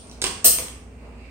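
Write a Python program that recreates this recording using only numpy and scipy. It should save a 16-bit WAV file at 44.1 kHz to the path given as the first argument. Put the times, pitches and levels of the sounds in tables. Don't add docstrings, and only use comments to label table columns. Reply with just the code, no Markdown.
import sys
import numpy as np
from scipy import signal
from scipy.fft import rfft, irfft
from scipy.io import wavfile
from scipy.ndimage import uniform_filter1d

SR = 44100
rng = np.random.default_rng(int(sys.argv[2]) if len(sys.argv) > 2 else 0)


def wav_record(signal):
    frames = np.transpose(np.atleast_2d(signal))
    bounded = np.clip(frames, -1, 1)
    quanta = np.round(bounded * 32767).astype(np.int16)
    wavfile.write(sys.argv[1], SR, quanta)


N = 57330

# frequency in Hz, relative level in dB.
AIR_COLOUR = [(20, -30.5), (30, -20), (42, -8), (60, 1), (90, 3.5), (130, -6.5), (180, -8.5), (235, -1.5),
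              (310, -11), (450, -10.5), (800, -20), (1600, -26.5), (4000, -44), (9000, -32.5), (10500, -59),
              (16000, -45)]
# frequency in Hz, level in dB before the swell.
HUM_TONES = [(59.3, -47.5), (156, -66.5), (247, -61)]
# time in seconds, gain in dB.
HUM_GAIN = [(0, -6), (.25, 6), (.5, -2.5), (.85, 3.5), (1.15, 6.5), (1.3, 2)]
# frequency in Hz, relative level in dB.
FADING_COLOUR = [(300, 3.5), (1800, -20.5), (3000, 1), (6000, 0.5), (7500, -8.5), (8400, 6.5), (9050, 13),
                 (9600, 1), (10300, -33), (16000, -17)]

# time in seconds, level in dB.
RUMBLE_LEVEL = [(0.598, -51), (.8, -56), (.98, -61), (1.049, -48.5), (1.12, -49), (1.199, -55), (1.3, -60)]
WHIRR_LEVEL = [(.6, -61.5), (0.899, -67), (0.999, -59), (1.099, -58.5), (1.2, -56.5), (1.26, -53.5),
               (1.3, -52.5)]
# frequency in Hz, relative level in dB.
RUMBLE_SPECTRUM = [(100, -5.5), (250, -3), (420, 8.5), (700, 4), (1100, 0.5), (1700, -15), (3500, -35.5),
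                   (8500, -41.5), (11000, -47.5)]
WHIRR_SPECTRUM = [(800, -22.5), (1800, -5.5), (2200, 6), (2650, 5.5), (3300, -11.5), (4800, -6),
                  (7000, -35), (9000, -23), (10500, -37.5)]

# start in seconds, level in dB, base plate thud in dB, small parts' ring
# in dB, treble tilt in dB per octave, left over right in dB, direct sound in dB, pitch of the struck
# piece in Hz, its level in dB.
FRAME_BLOWS = [(.0703, -30.5, 7, -15, 1, 7, -4, 7800, -7), (0.0972, -36, 0, -13, 16, -2, 4.5, 5800, 9.5),
               (0.113, -20.5, -7, -13.5, 2.5, 0, -4.5, 5750, -6.5),
               (0.217, 1, -11.5, 7, 4, 0, -4, 5596, -6.5), (0.222, -9, 7, -3, -1, -3, 2, 3900, -6),
               (.2407, -0.5, 8, 8.5, 5, -3.5, -1.5, 2820, -14.5), (0.2429, -5, 0, -4, -2, 4, -4.5, 1060, 4),
               (0.2479, -10, 7, -3.5, -0.5, -3.5, -1, 3400, 3),
               (0.2667, -9.5, 0, 6.5, 0, 3.5, 4.5, 3180, 2.5),
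               (0.43, -24.5, -7, -9.5, -30, -0.5, -8, 2900, -3.5),
               (0.4419, -19, -5.5, -5, -2, 10, -2.5, 3700, -4.5),
               (0.586, -9, -3, 4, -4.5, -0.5, -1.5, 2623, -2), (.683, -24, 9.5, -19, -4.5, -6, -1, 3190, 1)]
# frequency in Hz, relative level in dB.
PLASTIC_CRACK = [(100, -13.5), (300, -14.5), (1000, -3.5), (1500, -14), (2000, 1.5), (3000, -1), (4200, 2),
                 (5800, 0.5), (7200, -3.5), (9400, -0.5), (10200, -33.5), (11700, -24), (16000, -17.5)]
BALL_CRACK = [(100, -34.5), (250, -23), (650, -5), (1150, -13), (1600, -14), (3000, -5), (4200, -1),
              (5000, -0.5), (6200, 5.5), (7200, -1), (8700, 13.5), (10500, -3), (13000, 9), (15700, 4)]
# start in seconds, hard clack in dB, hollow knock in dB.
LANDINGS = [(0.4442, 2.5, 3), (0.59, -33, -6)]
# frequency in Hz, relative level in dB, seconds to fall 60 dB.
PLATE_MODES = [(391, -3.5, 0.12), (505, -2.5, .045), (782, -3, 0.046), (1094, -4.5, .02), (1586, -1.5, .02),
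               (2900, -2, 0.0084), (3017, -9.5, .015)]
PARTS_MODES = [(8050, -17, .006), (8510, 5.5, 0.018), (9160, -19, .006)]
CLACK_MODES = [(8000, 4.5, .015), (9250, -0.5, .018), (9050, -4.5, .015), (9420, -7, .015),
               (11400, -9.5, .015), (11970, -2, .015), (13350, -11, .015), (13586, -1, .015),
               (15130, -7, .015), (15500, -8, 0.01)]
SINGING_MODES = [(8165, -3, .4), (8207, -5, .42), (8607, -7, .3), (8648, 0, .33), (9243, -5, .3),
                 (9378, -5, .3), (12741, -9, .26), (14080, -6, .2), (14676, -10, .27), (15665, -11, .27)]
HOLLOW_MODES = [(230, -16.5, .05), (507.7, 1, .045), (660, -1, 0.061), (1005, -3.5, 0.018),
                (1168, -2.5, 0.037)]

# frequency in Hz, seconds to fall 60 dB.
ROOM_DECAY = [(150, 0.7), (600, 0.3), (2000, 0.76), (4200, .45), (6000, 0.54), (8500, .44), (12000, .35),
              (16000, .28)]
# frequency in Hz, likeness from 0 to 1.
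PORT_LIKENESS = [(60, .96), (250, 0.96), (600, .65), (1200, 0.18), (3000, 0.026), (16000, .02)]
# delay in seconds, left gain, right gain.
FIRST_ECHOES = [(.0008, 0.33, .6), (.0029, 0.34, .35), (.0078, 0.68, .15), (0.0118, 0.72, .5),
                (0.0125, .55, .55), (0.0257, 0.22, .35)]
# frequency in Hz, left over right in dB.
PORT_BALANCE = [(60, -2), (170, 1), (700, -1), (3000, -5), (6000, -1), (8500, 0), (13000, 3.5)]

AIR_DB, HUM_WAVER = -46, 0.094
FADING_DB, FADING_T60_S = -46, 0.65
BUMPS_PER_S, BUMP_SPREAD_DB = 1100, 5
PLASTIC_DB, PLATE_DB, PARTS_DB = 4, -13.5, -13.5
PLASTIC_T60_S, PIECE_T60_S, BALL_T60_S = .012, .0099, .04
BALL_DB, CLACK_DB, SING_DB, HOLLOW_DB = 24, 9.5, 7.5, -5
CLACK_RISE_S, SING_RISE_S = .0005, .017
BALL_DIRECT_DB, ECHO_DB, ROOM_DB = -11.5, -19, -1.5
PORT_LAG_S, CUTOFF_HZ = .00012, 15850


def amp(db):
    return 10 ** (np.asarray(db) / 20)


def read(points, hz):
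    f, value = np.transpose(points)
    return np.interp(np.log(hz + 1), np.log(f + 1), value)


def unit_rms(x):
    return x / np.sqrt(np.mean(x ** 2) + 1e-20)


def unit_energy(x):
    return x / np.sqrt(np.sum(x ** 2) + 1e-20)


def add(mix, s, sound):
    part = mix[:, max(round(s * SR), 0):][:, :sound.shape[-1]]
    part += sound[..., :part.shape[1]]


def colour(x, points):
    size = 2 * x.shape[-1]
    gain = amp(read(points, np.fft.rfftfreq(size, 1 / SR)))
    return irfft(rfft(x, size) * gain)[..., :size // 2]


def flatten(x, width_hz):
    size = 2 * x.shape[-1]
    z = rfft(x, size)
    power = uniform_filter1d(abs(z) ** 2, int(width_hz * size / SR) + 1, axis=-1)
    return irfft(z / np.sqrt(abs(power) + 1e-12))[..., :size // 2]


def diffuse(pair):
    left, other = rfft(pair)
    same = np.clip(read(PORT_LIKENESS, np.fft.rfftfreq(pair.shape[1], 1 / SR)), 0, 1)
    right = same * left + np.sqrt(1 - same ** 2) * other
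    return irfft(np.array([left, right]), pair.shape[1])


def in_room(dry, direct_db):
    t = np.arange(SR) / SR
    hz, when, bands = signal.stft(diffuse(rng.choice([-1., 1.], (2, SR))), SR, nperseg=256)
    decay = amp(-60 * when / read(ROOM_DECAY, hz)[:, None])
    tail = signal.istft(bands * decay, SR, nperseg=256)[1][:, :SR]
    early_lift = 1 + amp(-6.5) * np.exp(-(t / .03) ** 2)
    build_up = 1 - np.exp(-t / .0059)
    tail = flatten(tail * early_lift, width_hz=50) * build_up
    early = np.zeros((2, SR))
    early[:, 1] = amp(direct_db)
    for s, left, right in FIRST_ECHOES:
        add(early, s, amp(ECHO_DB) * np.array([[left], [right]]))
    early[0] = np.interp(t - PORT_LAG_S, t, early[0], left=0)
    early = signal.lfilter(*signal.butter(2, 14000, fs=SR), early)
    response = early + amp(ROOM_DB) * np.sqrt(2) * unit_energy(tail)
    return signal.fftconvolve(dry, response, axes=1)[:, :N]


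def room_tone():
    t = np.arange(N) / SR
    out = amp(AIR_DB) * unit_rms(colour(diffuse(rng.standard_normal((2, N))), AIR_COLOUR))
    swell_db = np.interp(t, *np.transpose(HUM_GAIN))
    waver_hz = np.geomspace(.5, 8, 12)
    for hz, db in HUM_TONES:
        waver = unit_rms(sum(np.sin(2 * np.pi * (f * t + rng.random())) / np.sqrt(f) for f in waver_hz))
        tone = np.sqrt(2) * np.sin(2 * np.pi * (hz * t + rng.random()))
        out += amp(db + swell_db) * (1 + HUM_WAVER * waver) * tone
    return out


def fading_ring():
    t = np.arange(N) / SR
    wash = unit_rms(colour(diffuse(rng.standard_normal((2, N))), FADING_COLOUR))
    return wash * amp(FADING_DB - 60 * t / FADING_T60_S)


def rolling():
    t = np.arange(N) / SR
    bumps = (rng.random(N) < BUMPS_PER_S / SR) * rng.choice([-1, 1], N)
    bumps = bumps * amp(BUMP_SPREAD_DB * np.minimum(rng.exponential(1, N), 4))
    heard = in_room(np.array([bumps, bumps]), BALL_DIRECT_DB)
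    rumble = unit_rms(colour(heard, RUMBLE_SPECTRUM)) * amp(np.interp(t, *np.transpose(RUMBLE_LEVEL)))
    whirr = unit_rms(colour(heard, WHIRR_SPECTRUM)) * amp(np.interp(t, *np.transpose(WHIRR_LEVEL)))
    return rumble + whirr


def crack(points, t60, tilt_db=0, size=4096):
    hz, t = abs(np.fft.fftfreq(size, 1 / SR)), np.arange(size) / SR
    log_gain = np.log(amp(read(points, hz) + tilt_db * np.log2((hz + 300) / 3000)))
    tick = np.fft.ifft(np.exp(np.conj(signal.hilbert(log_gain)))).real[:size // 2]
    contact = np.exp(-(t / .002) ** 2)
    force = contact + amp(-60 * t / t60)
    chatter = flatten(rng.choice([-1., 1.], size) * force, width_hz=120)
    rise = 1 - np.exp(-t / .0005)
    return unit_energy(signal.fftconvolve(chatter * rise, tick))


def ring(modes):
    t = np.arange(SR // 2) / SR
    return sum(amp(db) * unit_energy(np.sin(2 * np.pi * hz * t) * amp(-60 * t / t60))
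               for hz, db, t60 in modes)


def frame_knocks():
    out = np.zeros((2, N))
    for s, db, thud_db, ring_db, tilt_db, pan_db, direct_db, piece_hz, piece_db in FRAME_BLOWS:
        dry = np.zeros((2, N))
        add(dry, s, amp(PLASTIC_DB) * crack(PLASTIC_CRACK, PLASTIC_T60_S, tilt_db))
        add(dry, s, amp(PLATE_DB + thud_db) * ring(PLATE_MODES))
        add(dry, s, amp(PARTS_DB + ring_db) * ring(PARTS_MODES))
        add(dry, s, ring([(piece_hz, piece_db, PIECE_T60_S)]))
        out += in_room(dry, direct_db) * amp([[db + pan_db / 2], [db - pan_db / 2]])
    return out


def ball_clack():
    t = np.arange(SR // 2) / SR
    dry, singing = np.zeros((2, N)), np.zeros((2, N))
    for s, db, hollow_db in LANDINGS:
        add(dry, s, amp(db + BALL_DB) * crack(BALL_CRACK, BALL_T60_S))
        add(dry, s, amp(db + CLACK_DB) * ring(CLACK_MODES) * (1 - np.exp(-t / CLACK_RISE_S)))
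        add(dry, s, amp(hollow_db + HOLLOW_DB) * ring(HOLLOW_MODES))
        add(singing, s, amp(db + SING_DB) * ring(SINGING_MODES) * (1 - np.exp(-t / SING_RISE_S)))
    return in_room(dry, BALL_DIRECT_DB) + singing


def scene():
    return frame_knocks() + ball_clack() + fading_ring() + rolling() + room_tone()


def record(dry):
    lean = amp(read(PORT_BALANCE, np.fft.rfftfreq(2 * N, 1 / SR)) / 2)
    heard = irfft(rfft(dry, 2 * N) * np.array([lean, 1 / lean]))[:, :N]
    lowpass = signal.firwin(255, CUTOFF_HZ, window=("kaiser", 8), fs=SR)
    return signal.oaconvolve(np.clip(heard, -1, 1), lowpass[None], "same")


dry = scene()
out = record(dry)
wav_record(out)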